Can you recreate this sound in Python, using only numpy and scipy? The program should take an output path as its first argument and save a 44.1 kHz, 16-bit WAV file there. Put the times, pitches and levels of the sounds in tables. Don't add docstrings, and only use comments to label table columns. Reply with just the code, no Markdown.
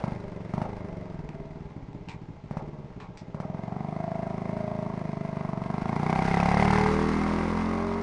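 import sys
import numpy as np
from scipy import signal
from scipy.fft import rfft, irfft
from scipy.io import wavfile
from scipy.ndimage import uniform_filter1d

SR = 44100
rng = np.random.default_rng(int(sys.argv[2]) if len(sys.argv) > 2 else 0)


def amp(db):
    return 10 ** (np.asarray(db, float) / 20)


def write(x):
    x = np.atleast_2d(x).T
    wavfile.write(sys.argv[1], SR, np.round(np.clip(x, -1, 1) * 32767).astype(np.int16))


N = 353682
TIME = np.arange(N) / SR

# (from [s], to [s])
THROTTLE = [
    (0.02, 0.145),
    (0.52, 0.645),
    (2.48, 2.6),
    (3.325, 9),
]
# (time [s], closeness [dB])
NEAR = [(0, -8), (0.45, -10), (0.75, -9.5), (1.3, -9), (1.7, -10.5), (2.3, -9.5), (2.7, -10), (3.2, -12),
        (3.6, -14), (4.3, -12.5), (5, -12.5), (5.6, -10), (5.95, -7.5), (6.2, -3), (6.7, -0.2), (7.0, -4.5),
        (7.5, -8), (8.02, -13)]
# (time [s], share [0-1])
REAR = [(5.4, 0), (5.9, .08), (6.4, .3), (6.86, .45), (6.89, 1)]
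# (time [s], level [dB])
CRACKS = [
    (0.039, -21.5),
    (0.08, -41.5),
    (0.119, -41),
    (0.537, -22.5),
    (0.579, -25.5),
    (0.616, -20),
    (2.51, -28),
    (2.57, -24),
    (3.345, -29),
    (3.401, -23.5),
]
# (frequency [Hz], level [dB per Hz])
METAL = [(710, -43.5), (1200, -3), (1410, -2), (1520, -7.5), (1880, -4.5), (2110, -4), (2730, -13),
         (3040, -17), (5020, -19), (6020, -22.5), (7850, -32), (8910, -28.5), (10300, -36.5),
         (10600, -46.5), (13800, -64.5), (22000, -120)]
# (frequency [Hz], level [dB per Hz])
SOLE = [(350, -40), (600, -24), (819, 4.5), (1310, -15.5), (2380, -10), (3060, -22.5), (3930, -21.5),
        (8460, -40.5), (10500, -78), (13600, -101), (22000, -120)]


def evened(x):
    return x / np.sqrt(np.mean(x ** 2) + 1e-20)


def read(points, hz):
    f, value = np.transpose(points)
    return np.interp(np.log(hz + 1), np.log(f + 1), value)


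def curves(rows, when=TIME):
    s, *columns = np.transpose(rows)
    return [np.interp(when, s, c) for c in columns]


def coloured(x, points, tilt_db=0., bump_hz=1000., bump_db=0.):
    hz = np.fft.rfftfreq(len(x), 1 / SR)
    bump = bump_db * np.exp(-(np.log2((hz + 1) / bump_hz) / .3) ** 2)
    tilt = tilt_db * np.log2((hz + 100) / 3000)
    return irfft(rfft(x) * amp(read(points, hz) + tilt + bump), len(x))


def resonate(x, hz, width, phase=0., order=2):
    turn = np.exp(2j * np.pi * np.cumsum(hz * np.ones(N)) / SR)
    r = np.exp(-np.pi * width / SR)
    low = signal.lfilter([1], np.poly([r] * order), x / turn)
    return evened((turn * low * np.exp(1j * phase)).real)


def blend(a, b, share):
    share = np.clip(share, 0, 1)
    return np.sqrt(1 - share ** 2) * a + share * b


def add(mix, s, sound):
    part = mix[round(s * SR):][:len(sound)]
    part += sound[:len(part)]


def throttle(when, twist_s=.04):
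    return sum(np.clip(np.minimum((when - a) / twist_s, (b - when) / .04) + .5, 0, 1) for a, b in THROTTLE)


def crank():
    # (time [s], gain [cycles per s])
    kicks = [
        (0.073, 4.87),
        (0.504, 10.621),
        (1.375, 3.993),
        (2.45, 10.109),
    ]
    # (time [s], lead [cycles], width [s])
    hunts = [
        (1.0, -.05, .09),
        (1.21, .07, .09),
        (1.52, -.1, .08),
        (1.72, .13, .08),
        (2.22, -.045, .06),
        (2.68, .03, .1),
        (3.04, -.05, .1),
        (3.25, .07, .05),
        (3.38, -.035, .04),
    ]
    # (time [s], gain [cycles per s])
    ride = [(3.225, 0), (3.5, 8.625), (3.703, 11.737), (3.972, 15.818), (4.239, 16.95), (4.67, 18.805),
            (4.958, 18.724), (5.075, 17.794), (5.39, 17.867), (5.6, 16.069), (5.753, 18.361),
            (6.111, 24.898), (6.429, 28.112), (6.736, 31.871), (6.977, 33.227), (7.354, 35.443),
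            (7.671, 37.785), (7.959, 39.036)]
    start_rate, stall_rate = 25.361, 5.876
    coast_s, kick_s = 1.17, 0.119
    speed = stall_rate + (start_rate - stall_rate) * np.exp(-TIME / coast_s) + curves(ride)[0]
    for s, gain in kicks:
        since = np.maximum(TIME - s, 0)
        speed = speed + gain * (1 - np.exp(-since / kick_s)) * np.exp(-since / coast_s)
    ahead = sum(turn * np.exp(-((TIME - s) / width) ** 2) for s, turn, width in hunts)
    late = .105 * np.maximum(TIME - 6.75, 0)
    return speed, np.cumsum(speed) / SR + ahead - late


def level(layer, when, opened, speed):
    base_db, share, open_db, octave_db, rear_db = layer
    octaves = np.log2(np.interp(when, TIME, speed) / 25)
    near_db = share * curves(NEAR, when)[0]
    return base_db + near_db + open_db * opened + octave_db * octaves + rear_db * curves(REAR, when)[0]


def pulses(cycles, lag, uneven_db, jitter_s):
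    at = np.interp(np.arange(1, int(cycles[-1])) + lag, cycles, TIME)
    chance = rng.standard_normal((len(at), 2))
    train = np.zeros(N)
    train[np.round((at + jitter_s * chance[:, 0]) * SR).astype(int)] = amp(uneven_db * chance[:, 1])
    return train


def rung(train, rush, hz, width, lead_s, phase, hiss, order=2):
    clean = resonate(np.roll(train, -round(lead_s * SR)), hz, width, phase, order)
    return blend(clean, resonate(rush, hz, width, order=order), hiss)


def burn_lift(events, fired, reach_s):
    return uniform_filter1d(sum(db * (abs(fired - s) < reach_s) for s, db in events), 120)


def tail_pipe(cycles, first, last):
    # (multiple of cycle rate, level [dB], change as it leaves [dB])
    orders = [(1, -6, 3.5), (2, -5, 6.5), (3, -22.5, -1.5), (4, -5.5, -1.5), (5, 0, -3), (6, -7, -5),
              (7, -9, -6), (8, -13, -9), (9, -7.5, 0), (10, -12.5, -1.5), (11, -13, -3), (12, -23.5, 3),
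              (13, -26, 11), (14, -20.5, 2.5)]
    tone, gone = np.zeros(N), np.clip((TIME - 7.1) / .8, 0, 1)
    for k, db, change_db in orders[first - 1:last]:
        held = 1.9 * (round(k) == 6)
        strength = amp(db) * (1 + (amp(change_db) - 1) * gone)
        tone -= strength * np.sin(2 * np.pi * round(k) * (cycles + .075) - held)
    return evened(tone)


def muffler(blow, rush, rough, cycles, opened, load, rear):
    rise_hz = 22 * np.minimum(10 * rear, 1) + 25 * rear
    thump = rung(blow, rush, 162.1 + rise_hz, 190, .0033, -.3, .2 * rough, order=4)
    coast = resonate(np.roll(blow, -round(.0055 * SR)), 145, 180, -2.4, order=4)
    thump = opened * thump + (1 - opened) * (1.05 * coast + .15 * thump)
    deepest = signal.filtfilt(*signal.butter(2, 95, fs=SR), thump)
    thump = thump - .7 * load * np.clip(1 - 8 * rear, 0, 1) * deepest
    behind = uniform_filter1d(np.minimum(1.6 * rear, 1), 5000)
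    thump = (1 - behind) * thump + behind * tail_pipe(cycles, first=3, last=6)
    return thump + 1.1 * behind * (1 - behind) * tail_pipe(cycles, first=3, last=3)


def pipe_bark(blow, rush, puff, rough, speed, cycles, opened, rear):
    lazy = (1 - opened) * np.clip((23 - speed) / 6, 0, 1)
    since = ((cycles + .04) % 1) / speed
    slide = 280 * lazy * np.exp(-since / .02)
    bark = rung(blow, rush, 385 + 110 * lazy - slide, 175, .0022, -2.2, 1.295 * rough)
    emptying = np.exp(-since / .021) * rush / puff
    bark = bark + amp(-2) * lazy * resonate(emptying, 480 - slide, 95)
    return blend(bark, tail_pipe(cycles, first=7, last=14), np.minimum(1.6 * rear, .94))


def air_box(gulp, rush, rough, second, load, rear):
    # (time [s], ring pitch [Hz], ring level [dB], upper ring [dB], lasting ring [dB])
    passing = [(0, 595, 0.5, -2, -12.5), (0.8, 612, 1, -2, -4.5), (1.4, 638.3, -0.5, -1, 2),
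               (1.7, 595.3, 0.5, -3, -12.5), (3.3, 608, 2.5, -4.5, -20.5), (3.75, 706.6, 1, -3.5, -7),
               (4.0, 680, 1.5, -6.5, -9), (4.5, 653, 0.5, -7.5, -3.5), (4.92, 646, -1.5, -2, -3),
               (5.05, 654.6, -2.5, -5.5, -33), (5.5, 650, -0.5, 0, -8), (5.85, 702, -0.5, 1.5, -1),
               (6.2, 737, -0.5, -3.5, -4), (6.6, 730.4, -0.5, -2, -13), (6.72, 806, -0.5, -2, -14),
               (6.85, 848, 1.5, -1.5, -28), (6.92, 818, 0.5, 4, -8), (8.02, 839, 0.5, 3, -12.5)]
    ring_hz, swell_db, upper_db, lasting_db = curves(passing)
    shut = 1 + 2.2 * second
    ring = rung(gulp, rush, ring_hz, 145, .0015, -3, (.8 * shut - .3 * load) * rough, order=3)
    broad = rung(gulp, rush, ring_hz, 300, .0018, .3, .55 * rough, order=3)
    ring = blend(ring, broad, 2.8 * rear)
    upper_hz = 880 + 95 * load + 85 * rear ** 4
    upper = rung(gulp, rush, upper_hz, 360, .0011, 1.1, (1.4 * shut - .6 * rear ** 4) * rough)
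    ring = (ring + amp(upper_db) * upper) / np.sqrt(1 + amp(upper_db) ** 2)
    lasting = rung(gulp, rush, 655, 62, .001, -1.5, .33 * shut ** 1.5 * rough)
    ring = ring + amp(lasting_db - 3) * lasting
    ring = ring + amp(-7.5 - 7.2 * load) * resonate(rush, 521.5, 130)
    ring = ring + amp(-10) * rear ** 4 * resonate(rush, 734, 160)
    snap_hz = 2035 + 400 * rear * (1 - 0.52 * rear)
    snap = rung(gulp, rush, snap_hz, 340, 0.00051, 0.14, 0.6 * shut * rough)
    return amp(swell_db) * ring + amp(-20.5 - 8 * rear - 8 * rear ** 2) * snap


def pipe_mouth(cycles):
    tones = tail_pipe(cycles, first=9, last=10) + 2.5 * tail_pipe(cycles, first=11, last=11)
    return amp(-38) * np.exp(-((TIME - 6.8) / .19) ** 2) * tones


def gas_pulses(speed, cycles):
    # (time [s], lift [dB])
    chuffs = [(1.35, -1.5), (1.395, 1), (1.45, -5), (1.5, -2), (1.6, -2), (1.655, -3), (1.72, -4.5),
              (1.83, -4), (1.95, 2.5), (2.015, -6), (2.08, 0), (2.15, -2), (2.29, 2), (2.36, -11),
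              (2.44, 2), (2.62, 3.5), (2.84, 2), (2.9, -6.5), (2.96, 2.5), (3.02, -8), (3.085, 2.5),
              (3.15, -13), (3.21, 3), (3.28, 1.5)]
    # (time [s], lift [dB])
    burns = [(5.819, -4.5), (5.892, -0.5), (5.996, -2.5), (6.127, 2.5), (6.159, 1.5), (6.22, -0.5),
             (6.25, -4), (6.31, -4), (6.34, -1.5), (6.4, 0.5), (6.428, 1.5), (6.541, 0.5), (6.625, 4.5),
             (6.756, -1), (6.862, 2.5)]
    # (base level [dB], share of closeness, open throttle [dB],
    # speed [dB per octave], seen from behind [dB])
    thump_layer = (-35, 0.57, 9, 7, -3)
    bark_layer = (-39, 0.8, 1.5, 9.5, 3.5)
    ring_layer = (-40, 0.94, 8.5, 11.5, -7)
    low_layer = (-32, 1.5, -2, 2, 6.5)
    opened, rear = throttle(TIME), curves(REAR)[0]
    load = np.clip((TIME - THROTTLE[-1][0]) / .5, 0, 1)

    fired = np.interp(np.floor(cycles + .15), cycles, TIME)
    burn = uniform_filter1d(fired, 120)
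    burn_open = throttle(burn)
    hard_db = burn_lift([(s, db + 28) for s, db in CRACKS], fired, .012)
    catch_db = burn_lift(chuffs, fired, .022)
    thump_db = level(thump_layer, burn, burn_open, speed) + 0.18 * hard_db + 0.5 * catch_db
    bark_db = level(bark_layer, burn, burn_open, speed) + catch_db
    ring_db = level(ring_layer, burn, burn_open, speed) + 0.15 * hard_db + burn_lift(burns, fired, .013)
    ring_db = ring_db - 3.54 * burn_open * (1 - load)
    low_db = uniform_filter1d(level(low_layer, burn, burn_open, speed), size=5000)

    second = .75 - .55 * opened - .13 * load
    lead = .3 * rear * (1 - .87 * rear)
    late = second * pulses(cycles - .025 * (1 - opened), .23, 1.6, .0002)
    even = np.sqrt(speed * (1 + second ** 2))
    blow = (pulses(cycles, 0, .7, .00004) + late) / even
    gulp = (pulses(cycles + lead, 0, .9, .00006) + late) / even
    scatter = rng.standard_normal(1300) * np.exp(-np.arange(1300) / 500)
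    scattered = signal.oaconvolve(gulp, scatter / np.linalg.norm(scatter))[:N]
    gulp = blend(gulp, scattered, .4 * rear + .2 * rear ** 4)

    rough = .29 + (1 - opened) * np.clip(.05 + .045 * (24 - speed), .05, .28) + .04 * rear ** 4
    puff = .24 + .4 * rear ** 4 + np.exp(-((cycles + lead + .05 + .2 * rear ** 4) % 1) / .22)
    rush = puff * rng.standard_normal(N)

    thump = muffler(blow, rush, rough, cycles, opened, load, rear)
    bark = pipe_bark(blow, rush, puff, rough, speed, cycles, opened, rear)
    ring = air_box(gulp, rush, rough, second, load, rear)
    rumble = amp(-30 * rear) * resonate(rush, 31, 57)
    low = blend(rumble, tail_pipe(cycles, first=1, last=2), 3 * rear)
    gas = pipe_mouth(cycles) + amp(bark_db) * bark + amp(ring_db) * ring
    return gas, amp(thump_db) * thump + amp(low_db) * low


def cracks():
    # (frequency [Hz], level [dB per Hz])
    pop_colour = [(290, -31), (520, -5), (850, 4), (1300, -0.5), (1600, -12), (2300, -11), (3470, -31),
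                  (5140, -29.5), (7070, -51), (9130, -41), (10500, -55), (13600, -65), (22000, -120)]
    out, t = np.zeros(N), np.arange(3000) / SR
    for s, db in CRACKS:
        pop, hiss = rng.standard_normal((2, len(t)))
        pop = 0.28 * pop * np.exp(-t / 0.00097) - np.exp(-t / 0.00049)
        pop = coloured(np.pad(pop, 300), pop_colour, 0.5)
        hiss = evened(coloured(hiss, METAL, 1.0)) * np.exp(-t / 0.0152)
        add(out, s - 250 / SR, amp(db) * pop / abs(pop).max())
        add(out, s, amp(db - 24.5) * hiss)
    return out


def pings():
    # (time [s], peak level [dB], pitch [Hz])
    rings = [(5.8922, -34, 2142), (5.9277, -40, 1870), (5.9636, -34, 2336), (5.993, -42, 2200),
             (6.0324, -37, 1810), (6.0648, -28.5, 2174), (6.0958, -27, 2240), (6.1272, -35, 2060),
             (6.1591, -32, 2360), (6.1906, -26.5, 2265), (6.2215, -29, 2113), (6.2524, -34, 2150),
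             (6.2779, -27.5, 2100), (6.3128, -22, 2130), (6.3417, -20.5, 2020), (6.3711, -24, 1820),
             (6.4006, -27.5, 2550), (6.4285, -23, 2130), (6.4565, -31, 2150), (6.4859, -31, 2030),
             (6.5148, -25, 2140), (6.5353, -26.5, 1950), (6.5712, -23, 2080), (6.5981, -19, 2080),
             (6.6251, -24, 2088), (6.6779, -24, 2260), (6.7024, -26, 1890), (6.7278, -24, 1780),
             (6.7578, -24, 1750), (6.8316, -29, 2050), (6.863, -24, 2060), (6.887, -28, 2110)]
    out, t = np.zeros(N), np.arange(800) / SR
    shape = (1 - np.exp(-t / .0006)) * np.exp(-t / .0027)
    for s, db, hz in rings:
        add(out, s, amp(db - 2) * shape / shape.max() * np.sin(2 * np.pi * hz * t))
    return out


def clatter(speed, cycles):
    # (base level [dB], share of closeness, open throttle [dB], speed [dB per octave], from behind [dB])
    case_layer = (-47, 1.34, 6.5, 11, -1.5)
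    level_db = level(case_layer, TIME, throttle(TIME, .5), speed)
    beat = np.clip(0.58 + 0.0144 * curves(NEAR)[0] - 0.2 * curves(REAR)[0] ** 4, 0, 1)
    burst = np.exp(-((cycles + 0.033) % 1) / 0.11) + 0.15 * np.exp(-((cycles + 0.35) % 1) / 0.027)
    stray = amp(1.8 * np.minimum(rng.exponential(1, N), 4)) * (rng.random(N) < 250 / SR)
    stray = signal.lfilter([1], [1, -.985], stray)
    rasp = rng.standard_normal(N)
    shake = (1 - beat + 3.15 * beat * burst + 0.36 * evened(stray)) * rasp
    cases = evened(coloured(shake, METAL))
    cases = cases + 0.19 * resonate(rasp, 2053, 200) + 0.146 * resonate(shake, 1599, 140)
    return amp(level_db + 2.0) * evened(cases)


def scuffs():
    # (time [s], level [dB], drag [s], tilt [dB per octave], grit pitch [Hz], grit lift [dB])
    steps = [
        (2.086, -44.5, 0.096, 4, 2860, 3.5),
        (3.001, -45, 0.096, 1.5, 1210, 8.5),
        (3.173, -50.5, 0.07, 6.5, 5260, 9),
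        (4.3, -58, 0.013, -3, 3410, 8),
    ]
    out = np.zeros(N)
    for s, db, drag, *colour in steps:
        t = np.arange(round(3.1 * drag * SR)) / SR
        grain = evened(uniform_filter1d(rng.standard_normal(len(t)), 90))
        grit = amp(2 * grain) * rng.standard_normal(len(t))
        shape = np.exp(-(t / (0.45 * drag)) ** 2) + 0.45 * np.exp(-t / 0.0013)
        add(out, s, amp(db) * evened(coloured(grit, SOLE, *colour)) * shape)
    return out


def ticks():
    # (time [s], level [dB])
    knocks = [
        (0.734, -44),
        (1.2907, -35),
        (1.931, -45),
        (5.89, -31),
    ]
    out, t = np.zeros(N), np.arange(300) / SR
    sharp = np.exp(-t / .0007)
    for s, db in knocks:
        tick = coloured(np.pad(sharp * rng.standard_normal(len(t)), 100), SOLE, 2.4)
        add(out, s - 100 / SR, amp(db + 2.5) * tick / abs(tick).max())
    return out


def paving(x):
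    dipped = signal.lfilter(*signal.iirnotch(255, 3, SR), x)
    return x + 0.7 * np.exp(-((TIME - 6.75) / 0.22) ** 2) * (dipped - x)


def yard(x):
    # (frequency [Hz], time to fall 60 dB [s])
    decay = [(100, 0.125), (600, 0.37), (3000, 0.11), (9000, 0.097)]
    # (delay [s], level [dB])
    walls = [(0.013, -11), (0.018, -3.5), (0.028, -11.5), (0.043, -22)]
    taps = np.zeros(SR // 2)
    at = np.arange(1000, len(taps) - 20, 20)
    taps[at + rng.integers(0, 20, len(at))] = rng.choice([-1., 1.], len(at))
    hz, t, z = signal.stft(taps, SR, nperseg=256)
    tail = signal.istft(z * amp(-60 * t / read(decay, hz)[:, None]), SR, nperseg=256)[1]
    tail /= np.linalg.norm(tail)
    for s, db in walls:
        add(tail, s, amp(np.array([db])))
    return signal.fftconvolve(x, tail)[:N]


def lingering():
    return amp(-39.5) * np.exp(-(TIME / 0.041) ** 4) * resonate(rng.standard_normal(N), 560, 540)


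def open_air():
    # (frequency [Hz], level [dB per Hz])
    air_colour = [(15, -39), (25, -14), (86, -9.5), (155, 8.5), (426, -12.5), (577, -25), (843, -0.5),
                  (1470, -24.5), (2380, -19.5), (7070, -35), (10600, -68), (13800, -102), (22000, -120)]
    return amp(-53.5) * evened(coloured(rng.standard_normal(N), air_colour))


def scene():
    speed, cycles = crank()
    gas, deep = gas_pulses(speed, cycles)
    near = gas + clatter(speed, cycles) + cracks() + scuffs() + ticks() + pings()
    far_db = -.55 * curves(NEAR)[0]
    thrown = amp(-17.5 + far_db) * near + amp(-16 - 3.3 * curves(REAR)[0]) * deep
    mid = paving(near + deep) + yard(thrown) + open_air() + lingering()
    return np.array([mid, mid])


def patchy(x):
    hz, t, z = signal.stft(x, SR, nperseg=1024)
    band = np.round(9 * np.log(1 + hz / 1500)).astype(int)
    share = .13 * (.6 + 3 * (abs(hz - 2650) < 350))
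    lots = np.repeat(rng.random((len(t) // 3 + 1, band[-1] + 1)), 3, axis=0)
    lots = lots[:len(t), band].T
    return signal.istft(z * (lots < share[:, None]), SR, nperseg=1024)[1][:N]


def side_difference(x):
    # (frequency [Hz], side minus middle [dB])
    side_colour = [(60, -42.5), (110, -41), (190, -47.5), (330, -45), (590, -40.5), (1040, -33),
                   (1840, -38), (3250, -22.5), (5740, -22.5), (10200, -28.5)]
    smear = rng.standard_normal(400) * np.hanning(400)
    smeared = signal.oaconvolve(x, smear / np.linalg.norm(smear), "same")
    return amp(9.5) * patchy(coloured(smeared, side_colour))


def gate_top(x):
    # (frequency [Hz], ...)
    edges_hz = (9100, 9900, 10650)
    # (level [dB], ...)
    gates_db = (-88, -89.5)
    below = [signal.oaconvolve(x, signal.firwin(255, hz, fs=SR)[None], "same") for hz in edges_hz]
    out = below[0]
    for low, high, gate_db in zip(below, below[1:], gates_db):
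        loud = uniform_filter1d((high - low)[0] ** 2, size=1024) > amp(gate_db) ** 2
        out = out + uniform_filter1d(1. * loud, size=512) * (high - low)
    return out


def roll_off(x):
    return signal.sosfilt(signal.butter(12, 10750, fs=SR, output="sos"), x)


def record(dry):
    side = side_difference(dry[0])
    rounded = .42 * np.tanh(dry / .42)
    return roll_off(gate_top(rounded + np.array([side, -side])))


dry = scene()
out = record(dry)
write(out)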